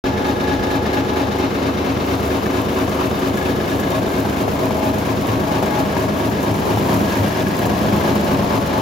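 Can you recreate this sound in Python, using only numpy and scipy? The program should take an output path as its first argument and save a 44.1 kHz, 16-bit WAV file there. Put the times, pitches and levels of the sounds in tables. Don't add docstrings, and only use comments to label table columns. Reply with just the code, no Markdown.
import sys
import numpy as np
from scipy import signal
from scipy.fft import rfft, irfft, next_fast_len
from scipy.io import wavfile
from scipy.ndimage import uniform_filter1d, map_coordinates

SR = 44100
rng = np.random.default_rng(int(sys.argv[2]) if len(sys.argv) > 2 else 0)


def dump_mix(stems):
    frames = np.atleast_2d(stems).T
    limited = np.clip(frames, -1, 1)
    pcm = np.round(limited * 32767).astype(np.int16)
    wavfile.write(sys.argv[1], SR, pcm)


N = 388521
TIME_S = np.arange(N) / SR
FFT_SIZE = next_fast_len(N, True)
BIN_HZ = np.maximum(np.arange(FFT_SIZE // 2 + 1) * SR / FFT_SIZE, 1)
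TURN_SAMPLES = 10080

# time_s, turns_per_s
ROTOR_SPEED = [(0, 4.373), (3.3, 4.373), (5.0, 4.365), (6.5, 4.351), (7.3, 4.339), (8.0, 4.34),
               (8.8, 4.348)]
# start_turns, length_turns, light_db, heavy_db
KNIFE_ROWS = [(0.051, 0.18, -1.5, -1.5), (0.222, 0.19, -1, -1.5), (0.387, 0.064, -14, -2.5),
              (0.558, 0.12, -7, -1.5), (0.725, 0.15, -1, -4.5), (0.892, .13, -5, -3.5)]


def from_db(db):
    return np.exp(np.asarray(db) * np.log(10) / 20)


def unit_rms(x):
    return x / np.sqrt(np.mean(x ** 2) + 1e-20)


def in_time(rows):
    return np.interp(TIME_S, *np.transpose(rows))


def at_hz(rows, hz):
    points_hz, *columns = np.transpose(rows)
    return [np.interp(np.log(hz), np.log(points_hz), column) for column in columns]


def colour(x, gain):
    return irfft(rfft(x, FFT_SIZE) * gain, FFT_SIZE)[..., :N]


def drift(cutoff_hz):
    return unit_rms(colour(rng.standard_normal(N), 1 / (1 + (BIN_HZ / cutoff_hz) ** 4)))


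def swell(start_s, length_s, edge_s):
    return np.clip(.5 + np.minimum(TIME_S - start_s, start_s + length_s - TIME_S) / edge_s, 0, 1)


def resonate(x, hz, width_hz):
    radius = np.exp(-np.pi * width_hz / SR)
    feedback = [1, -2 * radius * np.cos(2 * np.pi * hz / SR), radius ** 2]
    return signal.lfilter(np.array([1, 0, -1]) * (1 - radius ** 2) / 2, feedback, x + 1e-18)


def ring_mode(x, load, hz, width_hz, light_db, heavy_db):
    return unit_rms(resonate(x, hz, width_hz)) * from_db(light_db + load * (heavy_db - light_db))


def each_turn(patterns, turns):
    index = turns % 1 * TURN_SAMPLES
    return np.array([map_coordinates(p, [index], order=3, mode="grid-wrap") for p in patterns])


def once_a_turn(turns, peak_turns, swing_db):
    return from_db(swing_db * np.cos(2 * np.pi * (turns - peak_turns)))


def cutting_force(turns, load, hold, rise_turns, light_gap_db, heavy_gap_db):
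    grid_turns = np.arange(TURN_SAMPLES) / TURN_SAMPLES
    power = from_db([[light_gap_db], [heavy_gap_db]]) ** 2
    for start_turns, length_turns, *db in KNIFE_ROWS:
        age_turns = (grid_turns - start_turns) % 1
        attack = 1 - np.exp(-(age_turns / rise_turns) ** 2)
        release = np.exp(-(age_turns / (length_turns * hold)) ** 4)
        power = power + np.outer(from_db(db) ** 2, attack * release)
    light, heavy = [np.interp(turns % 1, grid_turns, p) for p in power]
    return unit_rms(np.sqrt((1 - load) * light + load * heavy))


def housing_drone(turns, load, scatter=.25, waver_db=.5):
    # mode_order, place_turns, length_turns, light_db, heavy_db
    blows = [(24, .43, .19, 3, 3), (48, .7, .15, 6, 8), (62, .14, .07, 13, 4), (62, .34, .08, 15, 13),
             (62, .48, .07, 7, 13), (62, .95, .06, 5, 6), (84, .15, .12, 15, 6), (84, .31, .06, 2, 11),
             (84, .68, .06, 7, 11), (84, .92, .06, 11, 0)]
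    # order, light_db, heavy_db
    strong_orders = [(12, -44.9, -45.2), (18, -33.3, -34.3), (22, -50.8, -38.7), (24, -35, -33.5),
                     (25, -41.2, -36.6), (26, -47.5, -38.2), (30, -38.5, -40.5), (36, -43.4, -34.5),
                     (42, -44.0, -31.5), (46, -37.5, -35.0), (48, -39.5, -29.5), (49, -39.3, -35.6),
                     (50, -46.2, -38.3), (54, -37.7, -46.0), (56, -41, -44), (60, -38.5, -38.9),
                     (61, -34.3, -39), (62, -27, -32.5), (63, -37.5, -40.5), (64, -40, -35),
                     (66, -35.9, -45.7), (67, -41, -45), (69, -43.5, -45), (73, -40.1, -41.1),
                     (74, -37.9, -40.9), (77, -42, -44), (84, -29.3, -47), (85, -39, -44), (86, -36, -36),
                     (88, -42, -45), (90, -43.5, -45), (92, -43.5, -45), (102, -37.5, -43.9),
                     (108, -39, -46), (114, -38.6, -41.3), (120, -41.3, -44.7)]
    # pitch_hz, light_db, heavy_db
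    weak_orders = [(44, -66, -75), (63, -58, -60), (85, -65, -53), (118, -51, -43.5), (164, -48.5, -39.5),
                   (229, -41, -74), (273, -65, -49), (370, -49.5, -46.5), (470, -47.5, -55),
                   (646, -49, -44), (835, -50.5, -53), (1130, -58.5, -58)]
    orders = np.arange(1, 321)
    chance = rng.standard_normal((2, len(orders))) + 1j * rng.standard_normal((2, len(orders)))
    spectra = scatter * chance
    for mode_order, place_turns, length_turns, *db in blows:
        offset = orders - mode_order
        push = np.exp(-(np.pi * length_turns * offset) ** 2 - 2j * np.pi * offset * place_turns)
        mode_phasor = np.exp(1j * np.angle(chance[:, [mode_order - 1]]))
        spectra = spectra + from_db(db)[:, None, None] * push * mode_phasor
    levels_db = np.array(at_hz(weak_orders, orders * ROTOR_SPEED[0][1]))
    for order, *db in strong_orders:
        levels_db[:, round(order) - 1] = db
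    combs = from_db(levels_db)[:, None] * spectra / abs(spectra)
    patterns = irfft(np.pad(combs, ((0, 0), (0, 0), (1, 0))), TURN_SAMPLES)
    light, heavy = [each_turn(pair, turns) for pair in patterns]
    drone = (1 - load ** 2) * light + load ** 2 * heavy
    return TURN_SAMPLES / np.sqrt(2) * drone * from_db(waver_db * drift(1.7))


def bag_churn(load, force, lumpy_db=1):
    # freq_hz, light_db, heavy_db
    spectrum = [(20, -80, -78), (32, -71, -83), (49.4, -73, -74), (75, -43, -66.5), (112, -62, -48.5),
                (184, -54, -49.5), (261, -53, -46.5), (370, -52.5, -46.5), (600, -55.5, -53),
                (805, -63, -55), (1083, -58.5, -53.5), (1600, -66, -75), (2160, -95, -98)]
    lumps = force ** .78 * from_db(lumpy_db * drift(29))
    push = unit_rms(lumps * rng.standard_normal((2, N))) * np.sqrt(SR / 2)
    light, heavy = [colour(push, from_db(db)) for db in at_hz(spectrum, BIN_HZ)]
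    return (1 - load) * light + load * heavy


def friction(turns, force, repeat_share, rough_db, clatter_db):
    clatter = rng.standard_normal((2, TURN_SAMPLES)) * from_db(clatter_db * drift(230)[:TURN_SAMPLES])
    repeating = np.sqrt(repeat_share) * each_turn(unit_rms(clatter), turns)
    fresh = np.sqrt(1 - repeat_share) * rng.standard_normal((2, N))
    return unit_rms((repeating + fresh) * force * from_db(rough_db * drift(155)))


def crackle(force, base_per_s, spread_db, decay_s):
    breaks = rng.random(N) < base_per_s * force / SR
    sizes = from_db(spread_db * np.minimum(rng.exponential(1, N), 4))
    power = signal.lfilter([1], [1, -np.exp(-1 / (decay_s * SR))], (breaks * sizes) ** 2 + 1e-18)
    return unit_rms(np.sqrt(power) * rng.standard_normal((2, N)))


def knife_rasp(turns, load, force):
    # freq_hz, gain_db
    spectrum = [(700, -19), (1250, 3.5), (1600, 6.5), (1950, 2.5), (2400, 2), (3000, 1), (4200, -4),
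                (5500, -5.5), (7000, -13), (9000, -22), (12000, -63), (16000, -32)]
    rasp = friction(turns, force, repeat_share=.3, rough_db=1, clatter_db=1.5)
    rasp += from_db(-6) * crackle(force, base_per_s=190, spread_db=4, decay_s=.024)
    return from_db(-31.5 - .9 * load) * unit_rms(colour(rasp, from_db(at_hz(spectrum, BIN_HZ)[0])))


def fibre_hiss(turns, force):
    # freq_hz, gain_db
    spectrum = [(4000, -17), (6500, 2), (8600, 5), (10500, -2), (12000, 1), (14000, -1.5), (16000, -3.5)]
    # time_s, level_db
    envelope = [(0, -44.5), (1.95, -43), (2.1, -39), (3.3, -39), (5.8, -39.5), (6.5, -39), (6.95, -34.5),
                (7.4, -38.5), (8, -37.5), (8.8, -40.5)]
    hiss = friction(turns, force ** .7, repeat_share=.15, rough_db=1.3, clatter_db=2.5)
    hiss += from_db(-2) * crackle(force, base_per_s=110, spread_db=3.3, decay_s=.004)
    return from_db(in_time(envelope)) * unit_rms(colour(hiss, from_db(at_hz(spectrum, BIN_HZ)[0])))


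def steel_ring(rub, load, force):
    # pitch_hz, width_hz, light_db, heavy_db
    modes = [(1203, 19, -31, -61), (2136, 11, -50, -58), (2628, 24, -49, -64), (3677, 13, -54, -56),
             (4030, 100, -49, -54), (642, 31, -45, -35), (854, 9, -48, -43), (1346, 17, -48, -59),
             (2360, 40, -46, -56.5)]
    return force * sum(ring_mode(rub, load, *mode) for mode in modes)


def stick_slip(rub, turns, bite):
    # kind, width_hz, steadiness, bite_exponent, peak_turns, swing_db, edge_s
    voices = [("groan", 11, .75, .6, .65, .5, .08), ("howl", 7, .9, .3, .25, 2.8, .12),
              ("chatter", 7, 1, 1, .75, 1, .12), ("ring", 14, .35, .6, .98, 2, .25)]
    # kind, start_s, length_s, pitch_hz, level_db
    drags = [("groan", 3.87, .19, 642, -31), ("groan", 4.18, .1, 660, -30), ("groan", 4.41, .1, 640, -31),
             ("groan", 4.57, .36, 637, -31), ("groan", 5.4, .75, 630, -34.5), ("groan", 7.55, .3, 710, -33),
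             ("groan", 8.15, .6, 578, -31), ("groan", 7.45, 1.3, 209, -28.5), ("howl", 0, 1.5, 847, -31),
             ("howl", 3.88, .12, 1085, -34), ("howl", 4.33, .42, 1085, -38),
             ("howl", 4.77, .17, 846, -28.5), ("howl", 5.15, 1.1, 1113, -36),
             ("howl", 5.43, .45, 845, -29.5), ("howl", 5.5, 1.95, 935, -37), ("howl", 6.45, .35, 843, -35),
             ("howl", 7.9, .95, 857, -33), ("chatter", 0, 1.4, 1686, -38.5),
             ("chatter", 3.3, .7, 1684, -36.5), ("chatter", 4.03, .37, 1575, -38.5),
             ("chatter", 5.25, 1.4, 1660, -40.5), ("chatter", 7.05, 1.15, 1665, -38),
             ("ring", 0, 1.1, 1684, -40), ("ring", 0, 2.2, 2137, -45.5), ("ring", 0, 3.4, 2632, -49),
             ("ring", 0, 2.2, 2929, -51.5), ("ring", 0, 1.3, 3505, -51), ("ring", 0, 1.9, 3677, -48),
             ("ring", 1.9, 2.4, 3677, -51), ("ring", 0, 2.3, 3978, -52.5), ("ring", 0, 4.2, 5700, -59),
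             ("ring", .33, .14, 3690, -45), ("ring", 2.2, 1.2, 1190, -41), ("ring", 2.2, 4, 2155, -46.5),
             ("ring", 2.3, 1.7, 2980, -48), ("ring", 2.3, 1.8, 3451, -53)]
    out = np.zeros((2, N))
    for voice, width_hz, steadiness, bite_exponent, peak_turns, swing_db, edge_s in voices:
        pulse = unit_rms(bite ** bite_exponent * once_a_turn(turns, peak_turns, swing_db))
        for kind, start_s, length_s, pitch_hz, level_db in drags:
            if kind == voice:
                contact = swell(start_s, length_s, edge_s)
                touching = contact > 0
                tone = resonate(rub[:, touching], pitch_hz, width_hz)
                power = abs(uniform_filter1d(tone ** 2, size=256)) + 1e-12
                tone = unit_rms(tone / power ** (steadiness / 2))
                out[:, touching] += from_db(level_db) * tone * (contact * pulse)[touching]
    return out


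def knife_chatter(turns, load, lag_turns=.028, spread_db=2):
    # pitch_hz, width_hz, light_db, heavy_db
    modes = [(1603, 34, -50, -48), (1685, 18, -43, -46), (1773, 24, -49, -63), (2262, 44, -53, -51),
             (2990, 17, -57, -56)]
    hits = np.zeros(N)
    for start_turns, _, light_db, heavy_db in KNIFE_ROWS:
        at = np.flatnonzero(np.diff(np.floor(turns - start_turns - lag_turns)))
        hits[at] = from_db(light_db + load[at] * (heavy_db - light_db))
    at = np.flatnonzero(hits)
    out = np.zeros((2, N))
    for mode in modes:
        strengths = hits[at] * from_db(rng.normal(0, spread_db, len(at)))
        strikes = np.zeros((2, N))
        strikes[:, at] = strengths * rng.choice([-1, 1], (2, len(at)))
        out += ring_mode(strikes, load, *mode)
    return out


def frame_rumble(level_db, centre_hz=62, width_hz=91, rise_s=.026):
    # start_s, pitch_hz, peak_db
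    jolts = [(.575, 62, -27), (5.274, 107, -19), (6.284, 114, -27), (6.495, 108, -22),
             (6.728, 109.3, -15.5), (6.919, 188, -23), (7.186, 102, -14)]
    rumble = resonate(rng.standard_normal((2, N)), centre_hz, width_hz)
    out = unit_rms(resonate(rumble, centre_hz, width_hz)) * from_db(level_db)
    for start_s, pitch_hz, peak_db in jolts:
        age_s = np.maximum(TIME_S - start_s, 0)
        envelope = (age_s / rise_s * np.exp(1 - age_s / rise_s)) ** 2
        out[0] += from_db(peak_db) * envelope * np.sin(2 * np.pi * pitch_hz * age_s)
    return out


def sharp_cracks(crack_s=.003, knock_hz=760, knock_s=.0009):
    # start_s, crack_db, knock_db
    impacts = [(0.6374, -21, -22), (0.8664, -23, -22), (0.9338, -20, -19), (1.2714, -25, -21),
               (2.8804, -24, -20), (4.2514, -23, -18), (4.4794, -24, -17), (4.7074, -23, -16),
               (5.6266, -21, -16), (5.9674, -21, -17), (6.6544, -22, -20), (6.7734, -25, -14.5),
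               (6.9314, -18, -19), (8.3934, -23, -15.5)]
    cracks, knocks = np.zeros((2, 2, N))
    age_s = TIME_S[:SR // 8]
    knock_envelope = age_s / knock_s * np.exp(1 - age_s / knock_s)
    for start_s, crack_db, knock_db in impacts:
        at = round(start_s * SR)
        knock = knock_envelope * np.sin(2 * np.pi * knock_hz * rng.uniform(.85, 1.2) * age_s)
        cracks[:, at:at + len(age_s)] += from_db(crack_db - 5) * np.exp(-age_s / crack_s)
        knocks[0, at:at + len(age_s)] += from_db(knock_db + 7) * knock
    return resonate(cracks * rng.standard_normal((2, N)), hz=3500, width_hz=5000) + knocks


def screen_grind(turns, force, centre_hz=996, width_hz=410):
    # start_s, length_s, level_db
    spells = [(2.346, .5, -33), (2.9, 0.17, -29), (3.12, .3, -38), (3.848, 0.088, -37), (5.563, .35, -46),
              (6.15, 0.29, -40), (6.872, 0.44, -32.5), (8.3, 0.52, -33)]
    grit = crackle(force, base_per_s=260, spread_db=2.5, decay_s=.004)
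    grit = resonate(resonate(grit, centre_hz, width_hz), centre_hz, width_hz)
    strokes = unit_rms(grit * force * once_a_turn(turns, peak_turns=.25, swing_db=5.5))
    return strokes * sum(from_db(db) * swell(*span_s, edge_s=.09) for *span_s, db in spells)


def knife_clinks(decay_s=.011, upper_ratio=1.3, upper_db=-7):
    # start_s, pitch_hz, relative_db
    catches = [(2.459, 1750, -24), (2.6845, 1760, -24), (2.758, 2250, -26), (3.3751, 1680, -24),
               (3.4128, 1680, -22), (3.459, 2620, -25), (3.495, 1680, -24), (5.397, 1650, -26),
               (5.6627, 1620, -25), (5.71, 1640, -23), (5.8962, 1700, -23), (5.9675, 1650, -25),
               (6.384, 1650, -23), (7.1149, 1650, -23), (7.153, 1660, -21), (7.306, 1660, -22),
               (7.466, 1670, -25), (7.5399, 1940, -23), (7.6167, 1680, -22), (8.0109, 1560, -21),
               (8.074, 1680, -22)]
    out = np.zeros((2, N))
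    age_s = TIME_S[:SR // 8]
    for start_s, pitch_hz, relative_db in catches:
        phase = 2 * np.pi * (pitch_hz * age_s + rng.random((2, 1)))
        tone = np.sin(phase) + from_db(upper_db) * np.sin(upper_ratio * phase)
        at = round(start_s * SR)
        out[:, at:at + len(age_s)] += from_db(relative_db - 2.5) * np.exp(-age_s / decay_s) * tone
    return out


def stereo_image(fields):
    # freq_hz, correlation
    likeness = [(60, 1), (130, 0.91), (290, 0.91), (640, 0.5), (1300, -0.33), (2400, 0.44), (4400, 0.53),
                (6800, 0.28), (8000, -1), (9400, -1), (10200, 0.11), (12000, 0.79), (16000, 1)]
    # freq_hz, left_minus_right_db
    balance = [(25, 2), (60, -3.5), (130, 2.5), (270, -1), (550, 3), (1000, 4), (2000, 3.5), (4000, 2),
               (8000, 0.5)]
    correlation, = at_hz(likeness, BIN_HZ)
    lean_db, = at_hz(balance, BIN_HZ)
    mid, side = colour(fields, np.sqrt([(1 + correlation) / 2, (1 - correlation) / 2]))
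    return colour(np.array([mid + side, mid - side]), from_db([lean_db / 2, -lean_db / 2]))


def scene():
    # time_s, load_fraction
    gap_fill = [(0, 0.22), (1.85, 0.34), (2.2, 0.35), (3.9, 0.6), (4.8, 0.76), (6.3, 0.87), (7.9, 1),
                (8.8, 0.85)]
    # start_s, length_s, roar_db, rasp_db, rumble_db
    bunches = [(-.2, 1.1, 0, -0.2, 9), (3.948, 0.98, 0, -0.8, 6), (6.613, 0.2, 1.5, 1.2, -1),
               (6.84, 0.24, 2.5, 2.5, -2), (7.062, 0.36, 0.1, 2, -2), (7.35, 1.6, 0, .6, 8),
               (7.65, 0.81, 1.2, 0.6, 1.5), (7.896, 0.17, 1, 1.2, 0)]
    turns = np.cumsum(in_time(ROTOR_SPEED)) / SR
    load = in_time(gap_fill)
    roar_db, rasp_db, rumble_db = sum(np.outer(db, swell(start_s, length_s, edge_s=.11))
                                      for start_s, length_s, *db in bunches)
    force = cutting_force(turns, load, hold=.99, rise_turns=.036, light_gap_db=-6, heavy_gap_db=-3.5)
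    bite = cutting_force(turns, load, hold=.55, rise_turns=.03, light_gap_db=-14, heavy_gap_db=-12)

    roar = from_db(1) * housing_drone(turns, load) + bag_churn(load, force)
    turn_rms = np.sqrt(uniform_filter1d(np.mean(roar ** 2, axis=0), size=TURN_SAMPLES))
    roar *= from_db(-19 + roar_db) / turn_rms
    rasp = from_db(rasp_db) * knife_rasp(turns, load, force)
    hiss = fibre_hiss(turns, force)
    rub = friction(turns, force, repeat_share=.6, rough_db=1.5, clatter_db=3)
    metal = steel_ring(rub, load, force) + stick_slip(rub, turns, bite)
    metal += knife_chatter(turns, load) + screen_grind(turns, force) + knife_clinks()
    frame = frame_rumble(level_db=-45 + rumble_db)
    surge = once_a_turn(turns, peak_turns=.15, swing_db=.25 * (1 - load))
    return stereo_image(surge * (roar + metal + hiss) + np.sqrt(surge) * rasp + frame + sharp_cracks())


def record(dry, start_s=.039, fade_s=.002, cutoff_hz=15850):
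    opening = np.clip((TIME_S - start_s) / fade_s, 0, 1)
    return colour(dry * opening, 1 / np.sqrt(1 + (BIN_HZ / cutoff_hz) ** 300))


dry = scene()
out = record(dry)
dump_mix(out)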